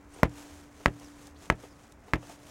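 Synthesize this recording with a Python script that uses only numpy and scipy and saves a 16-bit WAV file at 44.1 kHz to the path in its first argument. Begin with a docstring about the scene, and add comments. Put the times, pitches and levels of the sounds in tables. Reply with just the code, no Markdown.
"""A bouncing car tire

A tire on an alloy wheel is bounced four times on hard ground in a quiet yard. Each landing
squeezes air from under the tread with a sharp slap, crunches grit, makes the tire's body thud
and leaves the wheel ringing faintly. Between bounces, hands pat the rubber and a nylon jacket
swishes and squeaks, over a low outdoor hum."""
import sys
import numpy as np
from scipy import signal
from scipy.fft import rfft, irfft
from scipy.io import wavfile

SR = 44100
rng = np.random.default_rng(int(sys.argv[2]) if len(sys.argv) > 2 else 0)


def to_wav(sig):
    """Store sig (one row per channel, or 1-D mono) as 16-bit WAV at the path in sys.argv[1].

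    Samples outside -1..1 are clipped; the rate is SR.
    """
    pcm = np.clip(np.atleast_2d(sig), -1, 1) * 32767
    pcm = np.round(pcm).astype(np.int16)
    wavfile.write(sys.argv[1], SR, pcm.T)  # frames by channels


N = 110250
TIME = np.arange(N) / SR

# The four landings and the strength of each part of their sound. Columns: start_s, slap_db, rise_ms,
# groove_db, second_contact_db, thud_db, knock_db, scrub_db, crunch_db, wheel_db
LANDINGS = [(.2323, -4, 0.2, -8.5, -1.5, -1.5, -34, -31, -27.5, -45.5),
            (.8596, -3.5, 0.13, -5.5, -13, -3, -39, -34, -30, -45.5),
            (1.5010, -8.5, 0.16, -4.5, -13, -5.5, -33.5, -33.5, -33, -55),
            (2.1356, -17.5, 0.18, -9, -16, -5, -22.5, -33.5, -29, -50.5)]


def tire():
    """Each landing slaps, flattens the tread and sets the grooves, body and sidewall ringing."""
    # Notes of the tire's body and the air inside it: pitch_hz, relative_db, fade_s
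    body_notes = [(81, -24.5, 0.15), (159, -26.5, 0.18), (196.4, -38.5, 0.21), (260, -24, 0.051),
                  (295.3, -29, 0.14), (325.4, -26.5, 0.086), (370, -65, 0.044), (460, -34, 0.09),
                  (513, -39, 0.088), (624, -39, 0.062), (723, -48, 0.069)]
    # Notes of the air in the tread grooves: pitch_hz, relative_db, fade_s
    groove_notes = [(1220, -7.5, 0.0086), (1988, -0.5, 0.0051), (1664, -23, 0.055), (929, -31.5, .06),
                    (1310, -25, 0.078)]
    belt_note = (119, -28.5, 0.29)  # the lasting low boom of the belt under the tread
    squash_note = (44.7, -19, 0.12)  # the whole wheel bobs on its springy sidewall
    knock_hz, knock_fade_s = 319.6, 0.1
    out = np.zeros(N)
    for start, slap_db, rise_ms, groove_db, second_contact_db, thud_db, knock_db, *_ in LANDINGS:
        out += from_db(slap_db) * slap(start, rise_ms)
        out -= from_db(groove_db) * ring(start, groove_notes)
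        # The rest of the tread lands a moment later.
        out -= from_db(second_contact_db) * bump(start + 0.00212, width_ms=0.17)
        bulge = from_db(-19) * bump(start + 0.00406, width_ms=0.55)  # the sidewall pushes out
        returning_wave = from_db(-26) * bump(start + 0.0229, width_ms=0.81)  # once round the tread
        body = ring(start, body_notes + [belt_note])
        out += from_db(thud_db) * (ring(start, [squash_note]) + bulge + returning_wave - body)
        out += ring(start, [(knock_hz, knock_db, knock_fade_s)])  # the sidewall knocks
    return out


def slap(start, rise_ms):
    """Pressure climbs as air is squeezed from under the tread, then snaps into suction."""
    suction_share, suction_ms = 0.32, 0.05
    ms = (TIME - start) * 1000
    return pulse(-ms / rise_ms) - suction_share * pulse(ms / suction_ms)


def wheel():
    """The metal wheel rings with one long pure note, stopped and struck anew by every landing."""
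    pitch_hz, fade_s = 290.3, 3.05
    out = ring(0, [(pitch_hz, -54.5, fade_s)])  # already ringing faintly at the start
    for start, *_, wheel_db in LANDINGS:
        out = out * (TIME < start) + ring(start, [(pitch_hz, wheel_db, fade_s)])
    return out


def grit():
    """Grit crunches at first touch, is scrubbed under the squashed tire and ticks as it lifts off."""
    # Tone of the tread scrubbing on grit: pitch_hz, relative_db
    scrub_tone = [(300, 18), (600, 10), (1000, 3.5), (1400, -6), (1900, -1), (2700, -8), (4000, -21.5),
                  (8000, -65), (16000, -59)]
    # Tone of the crunching grit: pitch_hz, relative_db
    crunch_tone = [(500, 3), (1900, 10), (3500, -4), (7000, -11.5), (12000, -21.5), (16000, -32)]
    scrub = crunch = 0
    for start, *_, scrub_db, crunch_db, _ in LANDINGS:
        scrub += from_db(scrub_db) * decay(start, fade_s=0.096, hold_s=0.021)
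        lift_off = from_db(-40.5) * decay(start + 0.0222, fade_s=0.016)
        crunch += from_db(crunch_db) * decay(start, fade_s=0.052) + lift_off
    return scrub * noise(scrub_tone) + crunch * noise(crunch_tone)


def stones():
    """Small stones snap as the tread hits them, each with a tiny high ping."""
    # Cracking stones: start_s, level_db, pitch_hz, fade_s
    snaps = [(0.2326, -23.5, 5460, 0.0046), (0.2323, -24.5, 7720, 0.0029), (0.2323, -22, 12100, 0.0015),
             (0.8591, -25, 5500, 0.0041), (1.5025, -24, 2970, 0.0088), (1.5019, -21.5, 7500, 0.0016),
             (2.1349, -33.5, 4300, 0.0045)]
    return sum(ring(start, [(hz, db, fade_s)]) for start, db, hz, fade_s in snaps)


def hands():
    """Hands pat the rubber softly, while grit and cloth give small ticks."""
    # Touches of the hands: start_s, level_db
    pat_events = [(.158, -46.5), (.185, -46.5), (0.31, -50.5), (.803, -46), (1.009, -47), (1.585, -51),
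                  (1.633, -43), (2.077, -47), (2.223, -45), (2.295, -42.5)]
    # Dull tone of a pat: pitch_hz, relative_db
    pat_tone = [(100, -11), (400, 6.5), (750, 5.5), (1500, -9), (3000, -11.5), (8000, -35), (16000, -35)]
    # Ticks of grit and cloth: start_s, level_db
    tick_events = [(0.295, -51.5), (0.998, -50), (1.27, -46), (1.922, -49), (2.296, -47.5)]
    # Bright tone of a tick: pitch_hz, relative_db
    tick_tone = [(1000, -21), (3000, 3), (7500, 9), (11000, 0.5), (16000, -12)]
    pats, rise_s = 0, 0.0047
    for start, db in pat_events:
        rise = np.clip((TIME - start) / rise_s, 0, 1)
        pats += from_db(db) * rise * decay(start, fade_s=0.12)
    ticks = sum(from_db(db) * decay(start, fade_s=0.018) for start, db in tick_events)
    return pats * noise(pat_tone) + ticks * noise(tick_tone)


def jacket():
    """Nylon sleeves swish and crinkle; fast strokes are brighter."""
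    # How the swish rises and falls: time_s, relative_db
    strokes = [(0, -67), (.08, -67.5), (.15, -54.5), (.21, -55.5), (.28, -64.5), (.32, -59), (.38, -48),
               (.47, -54), (.6, -55), (.7, -64), (.78, -57.5), (.84, -56.5), (.91, -62.5), (1.03, -54.5),
               (1.14, -59.5), (1.26, -53.5), (1.34, -67.5), (1.43, -51.5), (1.48, -55.5), (1.55, -65),
               (1.63, -53.5), (1.74, -63.5), (1.84, -59), (1.98, -69.5), (2.09, -60), (2.17, -64.5),
               (2.24, -55), (2.32, -50), (2.38, -61), (2.5, -51.5)]
    # Tone of rubbing nylon: pitch_hz, relative_db
    nylon_tone = [(300, 9), (700, 10.5), (1400, 5.5), (2800, 3), (4500, -0.5), (6500, 3.5), (8000, -0.5),
                  (10000, -3.5), (13000, -10), (16000, -15)]
    # Tone of the bright hiss of fast strokes: pitch_hz, relative_db
    hiss_tone = [(6000, -6), (9000, -4), (13000, -2), (16000, 6)]
    folds_per_s, fold_spread_db, flutter_db = 300, 3, 1.5
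    swish_db = np.interp(TIME, *np.transpose(strokes))
    flutter = from_db(flutter_db * smooth(rng.standard_normal(N), hz=118))
    fold_starts = rng.random(N) < folds_per_s / SR
    folds = fold_starts * from_db(fold_spread_db * np.minimum(rng.exponential(1, N), 4))
    crinkle = from_db(-10) * smooth(folds + 1e-18, hz=470) * noise(nylon_tone)
    hiss_db = -68 + 2 * (swish_db - swish_db.max())  # drops 2 dB for each dB the swish drops
    hiss = flutter * from_db(hiss_db) * noise(hiss_tone)
    rubbing = flutter * noise(nylon_tone)
    return from_db(swish_db - 2) * (rubbing + crinkle) + hiss


def squeaks():
    """Nylon ribs zip over each other: a rough whistle whose pitch follows the sliding speed."""
    # Slides of the cloth: start_s, length_s, start_hz, end_hz, level_db
    slides = [(0.124, .035, 7800, 9600, -58), (1.012, .07, 6950, 4560, -59),
              (1.353, 0.023, 2960, 3900, -63.5), (1.351, .03, 3860, 4870, -63.5),
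              (1.63, 0.14, 6220, 4300, -68)]
    roughness = smooth(rng.standard_normal(N), hz=300)
    out = np.zeros(N)
    for start, length, start_hz, end_hz, db in slides:
        progress = np.clip((TIME - start) / length, 0, 1)
        hz = start_hz + (end_hz - start_hz) * progress
        whistle = np.sin(2 * np.pi * np.cumsum(hz) / SR)
        out += from_db(db) * np.sin(np.pi * progress) * roughness * whistle
    return out


def yard():
    """Outdoor rumble with a faint low hum that wavers and swells now and then."""
    # Tone of the outdoor rumble: pitch_hz, relative_db
    rumble_tone = [(20, -9), (35, -1), (65, -2.5), (100, -1.5), (200, -3), (400, -7), (800, -11),
                   (1600, -15), (2400, -21.5), (4000, -47.5), (8000, -80), (16000, -36)]
    # Swells of the hum: peak_s, width_s, pitch_hz, level_db
    hum_swells = [(.06, .05, 60.4, -61), (.36, 0.028, 59.8, -53), (0.564, 0.05, 81, -51.5),
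                  (.76, 0.044, 75, -54.5), (1.373, 0.033, 78.9, -53), (1.717, 0.099, 63.4, -61),
                  (1.994, 0.071, 61.7, -59.5), (2.436, 0.036, 81, -60)]
    hum_hz, hum_width_hz = 68.5, 33
    low_noise = noise([(30, 26), (100, 21), (300, -37)])
    hum = signal.lfilter(*signal.iirpeak(hum_hz, hum_hz / hum_width_hz, fs=SR), low_noise)
    swells = 0
    for peak_s, width_s, hz, db in hum_swells:
        note = np.sin(2 * np.pi * (hz * TIME + rng.random()))
        swells += from_db(db) * bump(peak_s, width_s * 1000) * note
    return from_db(-56.5) * noise(rumble_tone) + from_db(-63.5) * unit_level(hum) + swells


def from_db(db):
    """Turn decibels into a number to multiply by."""
    return 10 ** (np.asarray(db) / 20)


def unit_level(x):
    """Scale a signal so that its average (rms) level is 1."""
    return x / np.sqrt(np.mean(x ** 2) + 1e-20)


def smooth(x, hz):
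    """Soften wiggles faster than hz, then set the average level to 1."""
    return unit_level(signal.sosfilt(signal.butter(2, hz, fs=SR, output="sos"), x))


def noise(tone):
    """Noise of average level 1, shaped by rows of pitch_hz, relative_db."""
    hz, db = np.transpose(tone)
    all_hz = np.maximum(np.arange(N // 2 + 1) * SR / N, 1)
    gain = from_db(np.interp(np.log(all_hz), np.log(hz), db))
    bass_cut = np.minimum(all_hz / hz[0], 1) ** 2
    return unit_level(irfft(rfft(rng.standard_normal(N)) * gain * bass_cut, N))


def decay(start, fade_s, hold_s=0):
    """A level that jumps to 1, stays for hold_s, then falls 60 dB every fade_s."""
    return (TIME >= start) * from_db(-60 * np.maximum(TIME - start - hold_s, 0) / fade_s)


def ring(start, notes):
    """Pure notes that are set off by one blow and die away."""
    return sum(from_db(db) * decay(start, fade_s) * np.sin(2 * np.pi * hz * (TIME - start))
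               for hz, db, fade_s in notes)


def pulse(x):
    """A lopsided pulse that starts at x = 0, reaches 1 at x = 1 and tails off."""
    x = np.maximum(x, 0)
    return x * np.exp(1 - x)


def bump(peak_s, width_ms):
    """A soft bell-shaped rise and fall."""
    return np.exp(-.5 * ((TIME - peak_s) * 1000 / width_ms) ** 2)


def scene():
    """All the sounds together, heard from close by in one channel."""
    return (tire() + wheel() + grit() + stones() + hands() + jacket() + squeaks() + yard())[None]


def record(dry):
    """A slight overload rounds off the loudest slaps, and the highest treble is cut."""
    ceiling, cutoff_hz = 0.82, 16000
    rounded = dry / (1 + (abs(dry) / ceiling) ** 8) ** (1 / 8)
    return signal.sosfilt(signal.ellip(10, .2, 70, cutoff_hz, fs=SR, output="sos"), rounded)


dry = scene()
out = record(dry)
to_wav(out)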